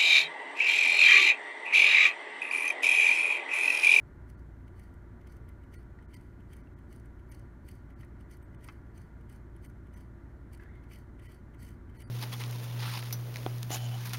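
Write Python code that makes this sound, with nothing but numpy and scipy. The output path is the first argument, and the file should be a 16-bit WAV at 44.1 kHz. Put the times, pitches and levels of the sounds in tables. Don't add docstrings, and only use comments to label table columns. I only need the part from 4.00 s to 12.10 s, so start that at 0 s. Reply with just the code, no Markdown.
import sys
import numpy as np
from scipy import signal
from scipy.fft import rfft, irfft, next_fast_len
from scipy.io import wavfile

SR = 44100
rng = np.random.default_rng(int(sys.argv[2]) if len(sys.argv) > 2 else 0)


def amplitude_ratio(level_db):
    exponent = np.asarray(level_db, float) / 20
    return 10 ** exponent


def waveform_to_disk(signal):
    frames = np.transpose(np.atleast_2d(signal))
    scaled = np.clip(frames, -1, 1) * 32767
    samples = np.round(scaled).astype(np.int16)
    wavfile.write(sys.argv[1], SR, samples)


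N = 357210

FIRING_HZ = 28.6
DROPOUT_HALF = 941
# (fullest [s], dying away [s], skin rub [dB], grip on the spoke [dB],
# lowest wheel peak against rattle [dB])
THUMB_STROKES = [(.295, .045, -76, 0, -6), (.777, .22, -74, 3, -9), (1.306, .115, -73, 2, -11),
                 (1.74, .13, -70, 3, -11), (2.116, .32, -75.5, 4, -3), (2.513, .2, -73.5, 4, -18),
                 (2.92, .13, -70, -1, -20), (3.31, .19, -71.5, 2, -7), (3.673, .21, -70.5, 0, -8),
                 (4.007, .053, -71.5, 4, -18), (4.212, .04, -76, 0, -11), (4.326, .054, -64.5, 0, -19),
                 (4.642, .21, -69.5, 2, -8), (4.967, .18, -72, -1, -10), (5.322, .1, -68.5, 0, -12),
                 (5.645, .075, -67.5, 0, -20), (5.952, .18, -71.5, 2, -17), (6.545, .018, -64, 0, -5),
                 (6.625, .05, -76, 2, -14), (6.917, .17, -67, 3.5, -5), (7.243, .21, -67, 4.5, -16),
                 (7.614, .19, -63.5, 0, -20), (7.97, .03, -72, 3, -12), (8.004, .036, -63.5, 0, -8)]


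def rms_one(x):
    return x / np.sqrt(np.mean(x ** 2) + 1e-20)


def level_curve(rows):
    s, level_db = np.transpose(rows)
    return amplitude_ratio(np.interp(np.arange(N) / SR, s, level_db, -200, -200))


def coloured(spectrum):
    size = next_fast_len(N)
    hz, level_db = np.transpose(spectrum)
    bins_hz = np.arange(size // 2 + 1) * SR / size
    shape_db = np.interp(np.log(bins_hz + 1e-3), np.log(hz), level_db, -90, -90)
    return rms_one(irfft(rfft(rng.standard_normal(size)) * amplitude_ratio(shape_db), size)[:N])


def drift(rate):
    r = np.exp(-80 * np.pi * rate / SR)
    slow = signal.lfilter([1], [1, -2 * r, r * r], rng.standard_normal(N // 40 + 4002))
    slow = slow[4000:]
    return np.interp(np.arange(N) / 40, np.arange(len(slow)), rms_one(slow))


def resonance(x, hz, width):
    r = np.exp(-np.pi * width / SR)
    poles = [1, -2 * r * np.cos(2 * np.pi * hz / SR), r * r]
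    return signal.lfilter([(1 - r * r) / 2, 0, (r * r - 1) / 2], poles, x)


def grit(spread_db):
    noise = rng.standard_normal(N)
    return rms_one(noise * amplitude_ratio(spread_db * np.minimum(rng.exponential(1, N), 4)))


def engine():
    # (multiple of the firing rate [1], level [dB rms])
    order_levels = [(1, -62), (1.5, -65.5), (2, -51.5), (3, -56.5), (3.5, -76.5), (4, -63.5), (5, -78),
                    (6, -71), (8, -78.5), (9, -72), (10, -76), (11, -85.5), (12, -68), (13, -71.5),
                    (15, -85), (17, -89.5)]
    # (frequency [Hz], level [dB rms])
    auxiliary = [(45, -75.5), (68, -62.5), (117, -63.5), (266, -79), (293, -78.5)]
    turn = 2 * np.pi * np.arange(N) / SR
    tones = [(FIRING_HZ * order, db) for order, db in order_levels] + list(auxiliary)
    wander = 0.0071 * drift(0.2)
    waver = [drift(4.4), drift(1.3), drift(0.94)]
    out = np.zeros(N)
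    for k, (hz, db) in enumerate(tones):
        start = np.pi / 2 * (hz / FIRING_HZ) ** 2
        level = np.sqrt(2) * amplitude_ratio(db + 0.8 * waver[k % 3])
        out += level * np.sin(hz * (turn + wander / 10) + start)
    return out


def cabin_air():
    # (frequency [Hz], density [dB per Hz])
    rumble_colour = [(20, -26.5), (28, -15), (38, -10.5), (48, -2.5), (65, -2), (95, -2), (125, -1.5),
                     (150, -7), (250, -8.5), (370, -12.5), (400, -23.5), (460, -26), (600, -33)]
    # (frequency [Hz], density [dB per Hz])
    vent_colour = [(250, -38), (430, 0), (485, -10.5), (584, -5), (822, -9.5), (865, -6.5), (1030, -11),
                   (1160, -9.5), (1260, -12), (1440, -9), (1680, -10), (1930, -12.5), (2150, -18),
                   (2310, -21), (3300, -42), (4290, -54), (7260, -120)]
    # (frequency [Hz], density [dB per Hz])
    hiss_colour = [(1590, -58), (2700, -5), (2950, -1), (3130, -1), (3670, -4), (4250, -3.5), (4820, -8.5),
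                   (5220, -7), (6270, -6), (8920, -9.5), (10200, -7.5), (12100, -10.5), (15600, -11)]
    # (time [s], level [dB])
    outside_swell = [
        (0, -0.5),
        (1.5, 0),
        (3, .5),
        (4.5, 0),
        (6, 1),
        (7.3, -1),
        (7.7, 2),
        (8.1, 1),
    ]
    # (frequency [Hz], width [Hz], level [dB rms])
    vent_pipes = [(588.5, 65, -78), (972, 70, -76.5), (1170, 45, -79.5), (1414, 102, -74), (2050, 120, -82)]
    t = np.arange(N) / SR
    s, swell_db = np.transpose(outside_swell)
    swell = np.interp(t, s, swell_db - np.mean(swell_db))
    throb_db = 1.3 * np.sin(np.pi * FIRING_HZ * t)
    rumble = amplitude_ratio(-52 + swell + throb_db) * coloured(rumble_colour)
    vent = amplitude_ratio(-65 + 0.5 * drift(5)) * coloured(vent_colour)
    air = rng.standard_normal(N)
    pipes = np.zeros(N)
    for hz, width, db in vent_pipes:
        pipes += amplitude_ratio(db) * rms_one(resonance(resonance(air, hz, width), hz, width))
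    return rumble + vent + pipes + amplitude_ratio(-82.5) * coloured(hiss_colour)


def thumb_rub(grip_share):
    rise_s = 0.043
    out = np.zeros(N)
    for fullest, fall, db, grip_db, _ in THUMB_STROKES:
        start, end = fullest - rise_s, fullest + fall
        at = np.arange(int(start * SR), min(int(end * SR), N))
        ramp = np.interp(at / SR, [start, fullest, end], [0, 1, 0])
        out[at] += amplitude_ratio(db + grip_share * grip_db) * np.sin(np.pi / 2 * ramp) ** 2.23
    return out


def detents():
    # (first notch [s], rattle [dB], loss a notch [dB], gaps to the next notches [s] ..)
    rolls = [(.301, -61.5, 9, .0941), (.797, -62, 5, .0413, .103), (1.2736, -61, 2, .0504, .0441),
             (1.7422, -57, 17, .0881), (2.1428, -54, 7, .026, .0438), (2.5342, -57, 7.5, .0342),
             (2.9288, -60, 3.5, .0331, .0375), (3.3217, -55, 5, .0268, .0471),
             (3.6885, -53, 7, .0265, .0393), (4.0112, -64, 2.1, .037), (4.314, -61, 2.5, .0231, .034),
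             (4.645, -55, 6, .033, .0467), (4.979, -61, 5, .0386), (5.298, -60, 3, .0294, .0346),
             (5.6486, -58, 5.5, .0131, .0383), (5.9414, -65, -1.5, .0354, .0326),
             (6.534, -59, 3.5, .0155, .0266), (6.9363, -57, 4.5, .0236, .0281), (7.3199, -61, 4, .0275),
             (7.6299, -55, 4, .0199, .0185), (7.689, -61, 3.5, .0178), (8.0218, -55.5, 16, .0567)]
    # (time [s], rattle [dB])
    slips = [
        (1.491, -63.5),
        (3.0586, -67),
        (4.4296, -66.5),
        (5.9677, -69),
        (6.6114, -73),
        (6.636, -67),
        (6.921, -63),
        (6.9478, -70),
        (7.6803, -67),
        (8.005, -58),
    ]
    # (time [s], rattle [dB])
    touches = [(.6809, -71), (1.2147, -72.5), (1.6384, -73), (2.0262, -76), (2.4057, -75), (2.7904, -73),
               (3.1961, -75), (3.906, -72), (4.2097, -70), (4.5474, -71), (4.6112, -75), (4.8677, -78),
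               (5.2114, -73), (5.5647, -71.5), (5.8705, -74), (6.7552, -75), (6.8402, -71), (7.197, -68.5),
               (7.2249, -70.5), (7.2588, -70), (7.5461, -68.5), (7.8992, -72), (7.9501, -74)]
    notch_spoke_db, notch_lowest_db = [-8, -13, -12], [-2, 4, -3]
    lone_lowest_db = -2.5
    rows = []
    for s, db, loss_db, *gaps in rolls:
        for k in range(len(gaps) + 1):
            rows.append((s + sum(gaps[:k]), db - k * loss_db, notch_spoke_db[k], notch_lowest_db[k]))
    rows += [(s, db, -6, lone_lowest_db) for s, db in slips]
    rows += [(s, db, -1, lone_lowest_db) for s, db in touches]
    s, rattle_db, spoke_db, lowest_db = np.transpose(rows)
    fullest, _, _, grip_db, ring_db = np.transpose(THUMB_STROKES)
    spoke_db = spoke_db + 0.8 * np.interp(s, fullest, grip_db)
    return s, rattle_db, spoke_db, lowest_db + np.interp(s, fullest, ring_db)


def detent_shape(rise_s, fall_s, skirt_db, skirt_s):
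    t = np.arange(-1300, 1301) / SR
    crest = np.exp(np.where(t < 0, t / rise_s, -t / fall_s))
    return crest + amplitude_ratio(skirt_db) * np.exp(-np.abs(t) / skirt_s)


def thumbwheel():
    # (frequency [Hz], width [Hz], level [dB])
    wheel_peaks = [(4520, 460, -1), (6200, 240, -5.5), (7880, 680, -13), (8910, 350, -3), (9800, 390, -5),
                   (11060, 340, -3.5), (13000, 340, -4.5), (14700, 1300, -20)]
    # (frequency [Hz], width [Hz], level [dB])
    spoke_peaks = [(1950, 180, 5.5), (2270, 310, 1.5), (3050, 250, .5)]
    s, rattle_db, spoke_db, lowest_db = detents()
    at = (s * SR).astype(int)
    luck = rng.standard_normal((len(s), len(wheel_peaks) + len(spoke_peaks)))
    rub, spoke_rub = thumb_rub(grip_share=0), thumb_rub(grip_share=1)
    sharp = detent_shape(rise_s=0.0024, fall_s=0.002, skirt_db=-11, skirt_s=0.007)
    soft = detent_shape(rise_s=0.0062, fall_s=0.0059, skirt_db=-10.5, skirt_s=0.012)
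    contact, skin = grit(spread_db=0.0), grit(spread_db=0.5)
    out = np.zeros(N)
    for k, (hz, width, db) in enumerate(list(wheel_peaks) + list(spoke_peaks)):
        in_spoke = k >= len(wheel_peaks)
        if in_spoke:
            share_db = spoke_db + 3.5
        elif k == 0:
            share_db = lowest_db + 3.5 + 1.5 * luck[:, 0]
        else:
            share_db = 2.9 * luck[:, k]
        blows = np.zeros(N)
        blows[at] = amplitude_ratio(rattle_db + 4.5 + share_db)
        envelope = signal.oaconvolve(blows, soft if in_spoke else sharp, "same")
        rattle = resonance(contact * envelope, hz, width)
        stroke = (spoke_rub if in_spoke else rub) * amplitude_ratio(4.0)
        patches = amplitude_ratio(2.2 * drift(14))
        rubbing = resonance(skin * stroke * patches, hz, 0.52 * width)
        out += (-1) ** k * amplitude_ratio(db + 4.5) * (rattle + rubbing)
    highpass = signal.butter(2, 3500, "high", fs=SR, output="sos")
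    broad = signal.sosfilt(highpass, grit(spread_db=-1.0))
    blows = np.zeros(N)
    blows[at] = amplitude_ratio(rattle_db + 4.5)
    scratch = amplitude_ratio(3.5) * rub * amplitude_ratio(2.6 * drift(83))
    return out + amplitude_ratio(-11) * broad * np.hypot(scratch, signal.oaconvolve(blows, sharp, "same"))


def frame_at(s):
    first_s = 0.3643
    centre = round(first_s * SR) + DROPOUT_HALF * round((s - first_s) * SR / DROPOUT_HALF)
    return slice(centre - DROPOUT_HALF, centre + DROPOUT_HALF)


def treble_dropouts(x):
    # (centre [s], emptied above [Hz], share left [0-1], chance lines that survive [count])
    starved = [(.3643, 2600, .3, 0), (1.7723, 700, 0, 3), (2.071, 2400, 0, 0), (2.1563, 600, 0, 2),
               (2.6256, 2600, .2, 0), (2.7536, 2400, 0, 0), (3.3083, 2200, 0, 1), (3.9483, 2600, 0, 0),
               (4.439, 2500, .2, 0), (4.567, 2600, .2, 1), (5.6763, 1800, .1, 0), (5.9536, 2300, .1, 0),
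               (7.2763, 700, 0, 1), (7.9803, 700, 0, 1), (8.0443, 2400, 0, 1), (8.0656, 2400, 0, 1)]
    # (centre [s], frequency [Hz], level [dB rms])
    whistles = [(.3643, 4400, -90), (2.6256, 5900, -90), (4.439, 13500, -83), (2.1563, 8950, -75),
                (7.9803, 4371, -77.5), (1.7723, 4380, -78), (1.7723, 8800, -76), (2.1563, 4780, -75),
                (2.1563, 1950, -68), (3.3083, 13000, -72), (4.439, 8350, -81), (5.6763, 13100, -79),
                (5.9536, 6050, -77), (7.2763, 1950, -64), (7.2763, 3050, -73), (7.9803, 1950, -70),
                (7.9803, 10852, -80), (7.9803, 9800, -77), (7.9803, 12984, -78), (8.0443, 4715, -72),
                (8.0443, 9000, -75), (8.0656, 4630, -79), (8.0656, 9840, -77)]
    n, line = np.arange(2 * DROPOUT_HALF), np.arange(DROPOUT_HALF)
    window = np.sin(np.pi * (n + 0.5) / (2 * DROPOUT_HALF))
    phase = np.pi / DROPOUT_HALF * (n + 0.5 + DROPOUT_HALF / 2) * (line[:, None] + 0.5)
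    basis = window * np.cos(phase)
    line_hz = line * SR / (2 * DROPOUT_HALF)
    band = line // 32
    favour = amplitude_ratio(0.6 * np.log2(np.arange(band[-1] + 1) + 1))
    padded = np.pad(x, (0, DROPOUT_HALF))
    out = padded.copy()
    for s, above_hz, left, lone in starved:
        span = frame_at(s)
        lines = basis @ padded[span] * (line_hz > above_hz)
        kept = left * lines
        band_size = np.sqrt(np.bincount(band, lines ** 2))
        for b in np.argsort(-band_size * favour)[:lone]:
            top = np.argmax(np.abs(lines) * (band == b))
            kept[top] = np.sign(lines[top]) * band_size[b] * amplitude_ratio(-1.5)
        out[span] += 2 / DROPOUT_HALF * (kept - lines) @ basis
    for s, hz, db in whistles:
        out[frame_at(s)] += np.sqrt(2) * amplitude_ratio(db) * basis[int(hz * 2 * DROPOUT_HALF / SR)]
    return out[:N]


def trim_knocks():
    # (time [s], peak [dB], softness [Hz])
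    knocks = [
        (1.987, -57, 2500),
        (4.031, -52, 2500),
        (4.6858, -37, 4000),
        (6.598, -55, 2500),
        (6.624, -55, 2500),
        (6.66, -69, 2000),
        (6.915, -54, 3000),
        (7.948, -57, 2980),
    ]
    # (frequency [Hz], level [dB], t60 [s])
    trim_modes = [(837, -5.5, 0.043), (1010, -4, 0.05), (1114, 1.5, 0.046), (1324, 2.5, 0.042),
                  (1556, 1, .04), (1700, -2.5, 0.026), (1730, -2, 0.039), (2090, 3, 0.045),
                  (2350, -7, 0.053), (2590, -3, 0.053), (3105, -12, 0.041)]
    # (time [s], frequency [Hz], peak [dB], t60 [s])
    pings = [
        (1.988, 1900, -50.5, .03),
        (2.672, 2700, -64, .04),
        (4.031, 1890, -51, 0.034),
        (6.597, 1660, -49, .04),
        (6.599, 2050, -53, .03),
        (6.66, 1700, -51.5, 0.043),
        (6.912, 2310, -53.5, .04),
        (7.949, 1700, -60, .03),
    ]
    out, t = np.zeros(N), np.arange(4000) / SR
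    crack_band = signal.butter(2, [2800, 5600], "band", fs=SR, output="sos")
    for s, db, soft_hz in knocks:
        chatter = rng.standard_normal(len(t)) * np.exp(-t / 0.005) * amplitude_ratio(-31)
        chatter[0] = 1
        chatter[round(0.0094 * SR)] = amplitude_ratio(-4.5)
        blow = signal.lfilter(*signal.butter(1, soft_hz, fs=SR), chatter)
        rings = np.zeros(len(t))
        for k, (hz, level_db, t60) in enumerate(trim_modes):
            strength_db = level_db + 0.8 * rng.standard_normal()
            rings += (-1) ** k * amplitude_ratio(strength_db - 60 * t / t60) * np.sin(2 * np.pi * hz * t)
        knock = signal.fftconvolve(blow, rings)[:len(t)]
        crack = signal.sosfilt(crack_band, rng.standard_normal(len(t)) * np.exp(-t / 0.0077))
        out[round(s * SR):][:len(t)] += amplitude_ratio(db) * (knock / np.abs(knock).max() + amplitude_ratio(-11.5) * crack)
    for s, hz, db, t60 in pings:
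        attack = np.minimum(t / 0.00043, 1)
        out[round(s * SR):][:len(t)] += amplitude_ratio(db - 60 * t / t60) * np.sin(2 * np.pi * hz * t) * attack
    return out


def grip_creak():
    # (time [s], level [dB], creak pitch [Hz])
    creak_path = [
        (6.59, -85, 1650),
        (6.62, -66.5, 1690),
        (6.68, -69, 1700),
        (6.71, -70, 2050),
        (6.76, -66.5, 2160),
        (6.81, -75, 2120),
        (6.9, -76, 2050),
    ]
    # (frequency [Hz], width [Hz])
    creak_peaks = [(1680, 150), (1880, 160), (2090, 77)]
    s, level_db, pitch_hz = np.transpose(creak_path)
    pitch_hz = np.interp(np.arange(N) / SR, s, pitch_hz)
    stick_slip = grit(spread_db=1.2) * amplitude_ratio(0.8 * drift(60))
    creak = amplitude_ratio(-17) * rms_one(resonance(stick_slip, hz=3430, width=300))
    for hz, width in creak_peaks:
        nearness = np.exp(-((pitch_hz - hz) / 300) ** 2)
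        once = resonance(stick_slip, hz, 1.5 * width)
        creak += nearness * rms_one(resonance(once, hz, 1.5 * width))
    return level_curve(np.transpose([s, level_db])) * creak


def scene():
    return (engine() + cabin_air() + thumbwheel() + trim_knocks() + grip_creak())[None]


def band_limit(x):
    return signal.sosfilt(signal.butter(12, 15710, fs=SR, output="sos"), x)


def record(dry):
    heard = dry[0] - 0.5 * resonance(dry[0], hz=10350, width=420)
    heard = signal.sosfilt(signal.ellip(10, 0.5, 50, 15750, fs=SR, output="sos"), heard)
    mix = treble_dropouts(heard)[None]
    return band_limit(mix)


dry = scene()
out = record(dry)
waveform_to_disk(out)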